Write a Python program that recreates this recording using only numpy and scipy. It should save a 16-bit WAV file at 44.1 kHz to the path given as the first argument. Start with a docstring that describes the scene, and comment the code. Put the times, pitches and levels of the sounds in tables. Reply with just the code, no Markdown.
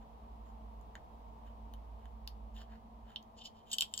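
"""A quiet furnished room, a phone microphone close to a small shell being picked at with a hand tool.
The tip ticks and scrapes on the shell, then bites, and the rim chips in a run of sharp cracks.
Every contact rings the same short shell modes, followed by quick reflections and a brief room tail.
Behind the work lie a wavering low hum and soft room noise."""
import sys
import numpy as np
from scipy import signal
from scipy.fft import rfft, irfft
from scipy.io import wavfile

SR = 44100
rng = np.random.default_rng(int(sys.argv[2]) if len(sys.argv) > 2 else 0)


def bounce(signal):
    """Save signal as a 16-bit WAV file at the path given by the first command-line argument."""
    frames = np.transpose(np.atleast_2d(signal))
    limited = np.clip(frames, -1, 1)
    pcm = np.round(limited * 32767).astype(np.int16)
    wavfile.write(sys.argv[1], SR, pcm)


N = 176400

# the five registers of a contact, named knock, body, edge, ring and fizz:
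# (low edge [Hz], high edge [Hz], room send [dB], lag at the right microphone port [s])
REGISTERS = [(774, 3330, -4, 0.000089), (2765, 5040, -8, 0.000062), (4130, 5480, -8, 0.000066),
             (6400, 9340, -10, 0.00012), (10200, 18000, -7.5, 0.000066)]


def undb(db):
    """Decibels to gain."""
    return 10 ** (np.asarray(db) / 20)


def unit(x):
    """Scale to rms 1."""
    return x / np.sqrt(np.mean(x ** 2) + 1e-30)


def fader(points):
    """Gain curve through (time [s], level [dB]) points."""
    return undb(np.interp(np.arange(N) / SR, *np.array(points).T))


def decay(t, t60):
    """Envelope that falls 60 dB in t60 seconds."""
    return np.exp(-np.log(1000) * t / t60)


def colour(x, points):
    """Shape a sound by (frequency [Hz], gain [dB]) points on a log-frequency axis."""
    hz, db = np.array(points).T
    f = np.maximum(np.fft.rfftfreq(N, 1 / SR), 1)
    return irfft(rfft(x) * undb(np.interp(np.log(f), np.log(hz), db)), N)


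def walk(rate_hz):
    """Smooth random drift with rms 1."""
    f = np.fft.rfftfreq(N, 1 / SR)
    return unit(irfft(rfft(rng.standard_normal(N)) * np.exp(-.5 * (f / rate_hz) ** 2), N))


def tones(partials, level, drift_hz):
    """Sines that wander in pitch and beat, under one level curve."""
    x = sum(undb(db) * np.sin(2 * np.pi * np.cumsum(hz + wander * walk(drift_hz)) / SR)
            for hz, db, wander in partials)
    return np.sqrt(2) * x * fader(level)


def room_noise():
    """Soft room tone that eases off slowly, near the centre in the bass and wide above."""
    # room tone spectrum: (frequency [Hz], relative density [dB])
    air_spectrum = [(20, -5.5), (45, 5), (70, 2), (85, 2), (100, 1), (150, -8.5), (200, -1.5), (280, -6.5),
                    (360, -12.5), (480, -3.5), (530, -11), (680, -0.5), (810, -2.5), (900, 1.5),
                    (1120, -6.5), (1450, -23), (2200, -26.5), (3100, -26.5), (5000, -34.5), (9000, -42.5),
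                    (12000, -38.5), (16000, -40.5)]
    # its stereo width: (frequency [Hz], side minus mid [dB])
    air_width = [(60, -5.5), (150, -11), (300, -7.5), (600, -2.5), (950, 5), (2000, -0.5), (10000, 0.5)]
    # its loudness: (time [s], level [dB])
    air_level = [(0, -57), (1.3, -56.5), (2.1, -57.5), (4, -59.5)]
    mid, side = rng.standard_normal((2, N))
    pair = mid + colour(side, air_width) * np.array([[1], [-1]])
    flatten = [(hz, -10 * np.log10(1 + undb(db) ** 2)) for hz, db in air_width]  # width adds no power
    return fader(air_level) * unit(colour(colour(pair, flatten), air_spectrum))


def hum(pan_db=-2.5):
    """Two close low tones beat, a little to the right, and die away; a narrow drone wavers above."""
    # hum partials: (frequency [Hz], relative level [dB], wander [Hz])
    hum_partials = [(56.3, 0, 1.23), (47.8, -8.5, 1.68), (109.3, -27, 7.08)]
    # swell of the hum: (time [s], level [dB])
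    hum_level = [(0, -57.5), (.2, -56), (.3, -51.5), (.78, -50.5), (1.02, -59), (1.2, -54.5),
                 (1.451, -52.5), (1.8, -48.5), (2.05, -51.5), (2.25, -49), (2.6, -49.5), (2.87, -60),
                 (3.05, -54), (3.16, -70), (4, -71.5)]
    # the drone's two close tones: (frequency [Hz], relative level [dB], wander [Hz])
    drone_partials = [(224.3, -1.5, 3.43), (218.5, -3.5, 2.985)]
    # swell of the drone: (time [s], level [dB])
    drone_level = [(0, -63.5), (.6, -66), (1.1, -68), (1.6, -64), (2.1, -66.5), (2.8, -59.5), (3.2, -64.5),
                   (4, -70.5)]
    low = tones(hum_partials, hum_level, drift_hz=2.68)
    drone = tones(drone_partials, drone_level, drift_hz=4.03)
    return low * undb(np.array([[pan_db], [-pan_db]]) / 2) + drone


def room(registers, tail_t60_s=0.17, near_t60_s=0.085, near_db=5, gap_s=0.0033):
    """Direct sound at two ports, quick reflections from hands and chest, and the short room tail."""
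    t, samples = np.arange(SR // 2) / SR, np.arange(N)
    tail, near = (unit(rng.standard_normal((2, len(t))) * decay(t, t60) * (t > gap_s))
                  for t60 in (tail_t60_s, near_t60_s))
    echo = unit(tail + undb(near_db) * near) / np.sqrt(len(t))
    direct, send = 0, 0
    for (left, right), (_, _, send_db, lag) in zip(registers, REGISTERS):
        late_right = np.interp(samples - lag * SR, samples, right)
        direct = direct + np.array([left, late_right])
        send = send + undb(send_db) * np.array([left, right])
    return direct + signal.fftconvolve(send, echo, axes=1)[:, :N]


def two_ports(count, own_gain=0.38):
    """Contact noise as two microphone ports get it: mostly shared, partly their own."""
    noise = rng.standard_normal((3, count))
    return noise[0] + own_gain * noise[1:]


def shell(force, tip_hz, levels_db, length_s, noise_db):
    """A force rings the shell over bare contact noise; each register gets its level over length_s."""
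    # shell modes: (frequency [Hz], relative level [dB], t60 [s])
    shell_modes = [(943, -16, 0.0094), (1846, -5.5, 0.0045), (3084, -0.5, 0.02), (3227, -16, 0.088),
                   (3544, -3.5, 0.012), (4435, -11.5, 0.0051), (4864, -12, 0.011), (5556, -9, 0.012),
                   (6460, -11, .007), (11630, -12.5, 0.0043), (13800, -8, 0.0021)]
    tip_db, tip_t60_s = 1, 0.0049  # a bright mode whose pitch depends on where the tip bears
    t = np.arange(SR // 10) / SR
    centres = np.array([np.sqrt(lo * hi) for lo, hi, *_ in REGISTERS])
    rings = np.zeros((len(REGISTERS), len(t)))
    for hz, db, t60 in shell_modes + [(tip_hz, tip_db, tip_t60_s)]:
        nearest = np.argmin(abs(np.log(centres / hz)))
        rings[nearest] += undb(db) * np.sin(2 * np.pi * hz * t) * decay(t, t60)
    out = []
    for ring, (lo, hi, *_), db in zip(rings / np.linalg.norm(rings), REGISTERS, levels_db):
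        ringing = signal.fftconvolve(force, ring[None], axes=1)[:, :force.shape[1]]
        bandpass = signal.butter(4, [lo, hi], btype="band", fs=SR, output="sos")
        part = signal.sosfilt(bandpass, ringing + undb(noise_db) * force)
        out.append(part * undb(db) * np.sqrt(2 * length_s * SR) / np.linalg.norm(part))
    return np.array(out)


def scrapes(catches_per_s=2200, spread_db=3, tip_hz=7190):
    """The tip drags over ridges: dense uneven catches that swell and fade."""
    # strokes of the tip: (centre [s], length [s], knock [dB], body [dB], edge [dB], ring [dB], fizz [dB])
    strokes = [(0.023, 0.016, -74, -79, -92, -87, -97), (0.481, 0.045, -77, -83, -89, -84.5, -89),
               (1.476, 0.024, -71, -72.5, -90, -85, -88), (2.029, 0.079, -78, -83, -96, -96, -95),
               (2.55, 0.017, -82, -74, -81, -79, -82), (2.573, 0.02, -69.5, -59, -76, -74, -76),
               (2.605, 0.029, -64.5, -62, -68.5, -73, -76.5), (2.731, 0.048, -66.5, -75.5, -82.5, -88, -89),
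               (3.105, 0.047, -70, -69, -84, -83, -85), (3.389, 0.026, -83, -63, -66, -68.5, -86),
               (3.416, 0.016, -93, -53, -66, -70, -88), (3.458, 0.018, -96, -49, -53.5, -58, -69.5),
               (3.585, 0.048, -95, -73, -80.5, -85, -93), (3.698, 0.038, -81, -65.5, -78, -74, -80),
               (3.731, .028, -77, -49.5, -62, -53.5, -57.5), (3.81, 0.022, -76, -68, -56, -59, -58),
               (3.995, 0.077, -90, -58, -67.5, -65, -65)]
    out = np.zeros((len(REGISTERS), 2, N))
    t = np.arange(SR // 5) / SR - .1
    for centre, length, *levels in strokes:
        catches = rng.random(len(t)) < catches_per_s / SR
        strength = undb(spread_db * rng.standard_normal(len(t)))
        swell = np.exp(-np.pi / 2 * (t / length) ** 2)
        force = two_ports(len(t)) * catches * strength * swell
        add(out, centre + t[0], shell(force, tip_hz, levels, length, noise_db=-6))
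    return out


def cracks(splinter_db=1):
    """Each tick or crack is one snap inside a millisecond or so of splintering; both ring the shell."""
    # ticks and cracks: (time [s], rise of the fracture [s], bright mode [Hz],
    # knock [dB], body [dB], edge [dB], ring [dB], fizz [dB])
    fractures = [(.8120, 0.00023, 7000, -84, -84, -80, -71, -72),
                 (0.9533, 0.0006, 6850, -45, -52.5, -63, -56.5, -68),
                 (1.737, 0.00063, 6400, -64.5, -55.5, -67, -64, -59.5),
                 (2.0558, 0.00012, 6800, -59.5, -62, -79, -73, -73),
                 (2.2747, .0005, 6100, -61, -44.5, -41, -53, -49.5),
                 (3.1591, 0.00046, 6400, -58.5, -36, -48, -66, -68),
                 (3.1598, 0.00021, 6400, -77, -36.5, -62, -78, -68),
                 (3.2270, 0.00018, 6400, -80, -79, -67.5, -67, -70),
                 (3.7154, 0.00041, 7560, -79, -38, -47, -41, -55),
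                 (3.7198, .0002, 7660, -82, -46, -42, -49, -62),
                 (3.7226, 0.00017, 7800, -68, -65, -59, -60, -67),
                 (3.7295, 0.00026, 7700, -56.5, -43, -42, -36, -44),
                 (3.7320, 0.00024, 7700, -78, -36, -43.5, -33, -49),
                 (3.7358, 0.00055, 7620, -74, -33, -42, -33, -50),
                 (3.74, .0002, 7800, -78, -39, -49, -40, -52),
                 (3.743, 0.00024, 7860, -61, -53, -45, -44, -63),
                 (3.7836, .0005, 7400, -59, -26, -33, -38, -39),
                 (3.8074, .0007, 7600, -86, -24, -31.5, -29, -35),
                 (3.8208, .0007, 7520, -49.5, -25.5, -35, -35, -43.5),
                 (3.938, .0004, 7450, -59, -35, -42.5, -33.5, -50.5),
                 (3.9764, .0004, 7400, -65, -40, -38.5, -32.5, -53),
                 (3.9899, 0.00063, 7150, -69, -45, -42, -42, -46),
                 (3.9994, .0002, 7500, -68, -30, -43, -29, -55)]
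    out = np.zeros((len(REGISTERS), 2, N))
    t = np.arange(SR // 10) / SR
    for start, rise, tip_hz, *levels in fractures:
        splinters = two_ports(len(t)) * (t * np.exp(-t / rise)) ** 2
        snap = np.arange(len(t)) == int(rise * SR)
        force = snap + undb(splinter_db) * unit(splinters) / np.sqrt(len(t))
        add(out, start, shell(force, tip_hz, levels, length_s=.002, noise_db=-15))
    return out


def add(out, start_s, x):
    """Mix x into out from a given time."""
    i = int(start_s * SR)
    lo, hi = max(i, 0), min(i + x.shape[-1], N)
    if hi > lo:
        out[..., lo:hi] += x[..., lo - i:hi - i]


def scene():
    """Tool work on the shell, close up, over the background of the room."""
    return room(cracks() + scrapes()) + hum() + room_noise()


def record(dry, top_hz=16000):
    """The phone cuts the highest treble steeply."""
    return signal.sosfilt(signal.ellip(10, .2, 70, top_hz, fs=SR, output="sos"), dry)


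dry = scene()
out = record(dry)
bounce(out)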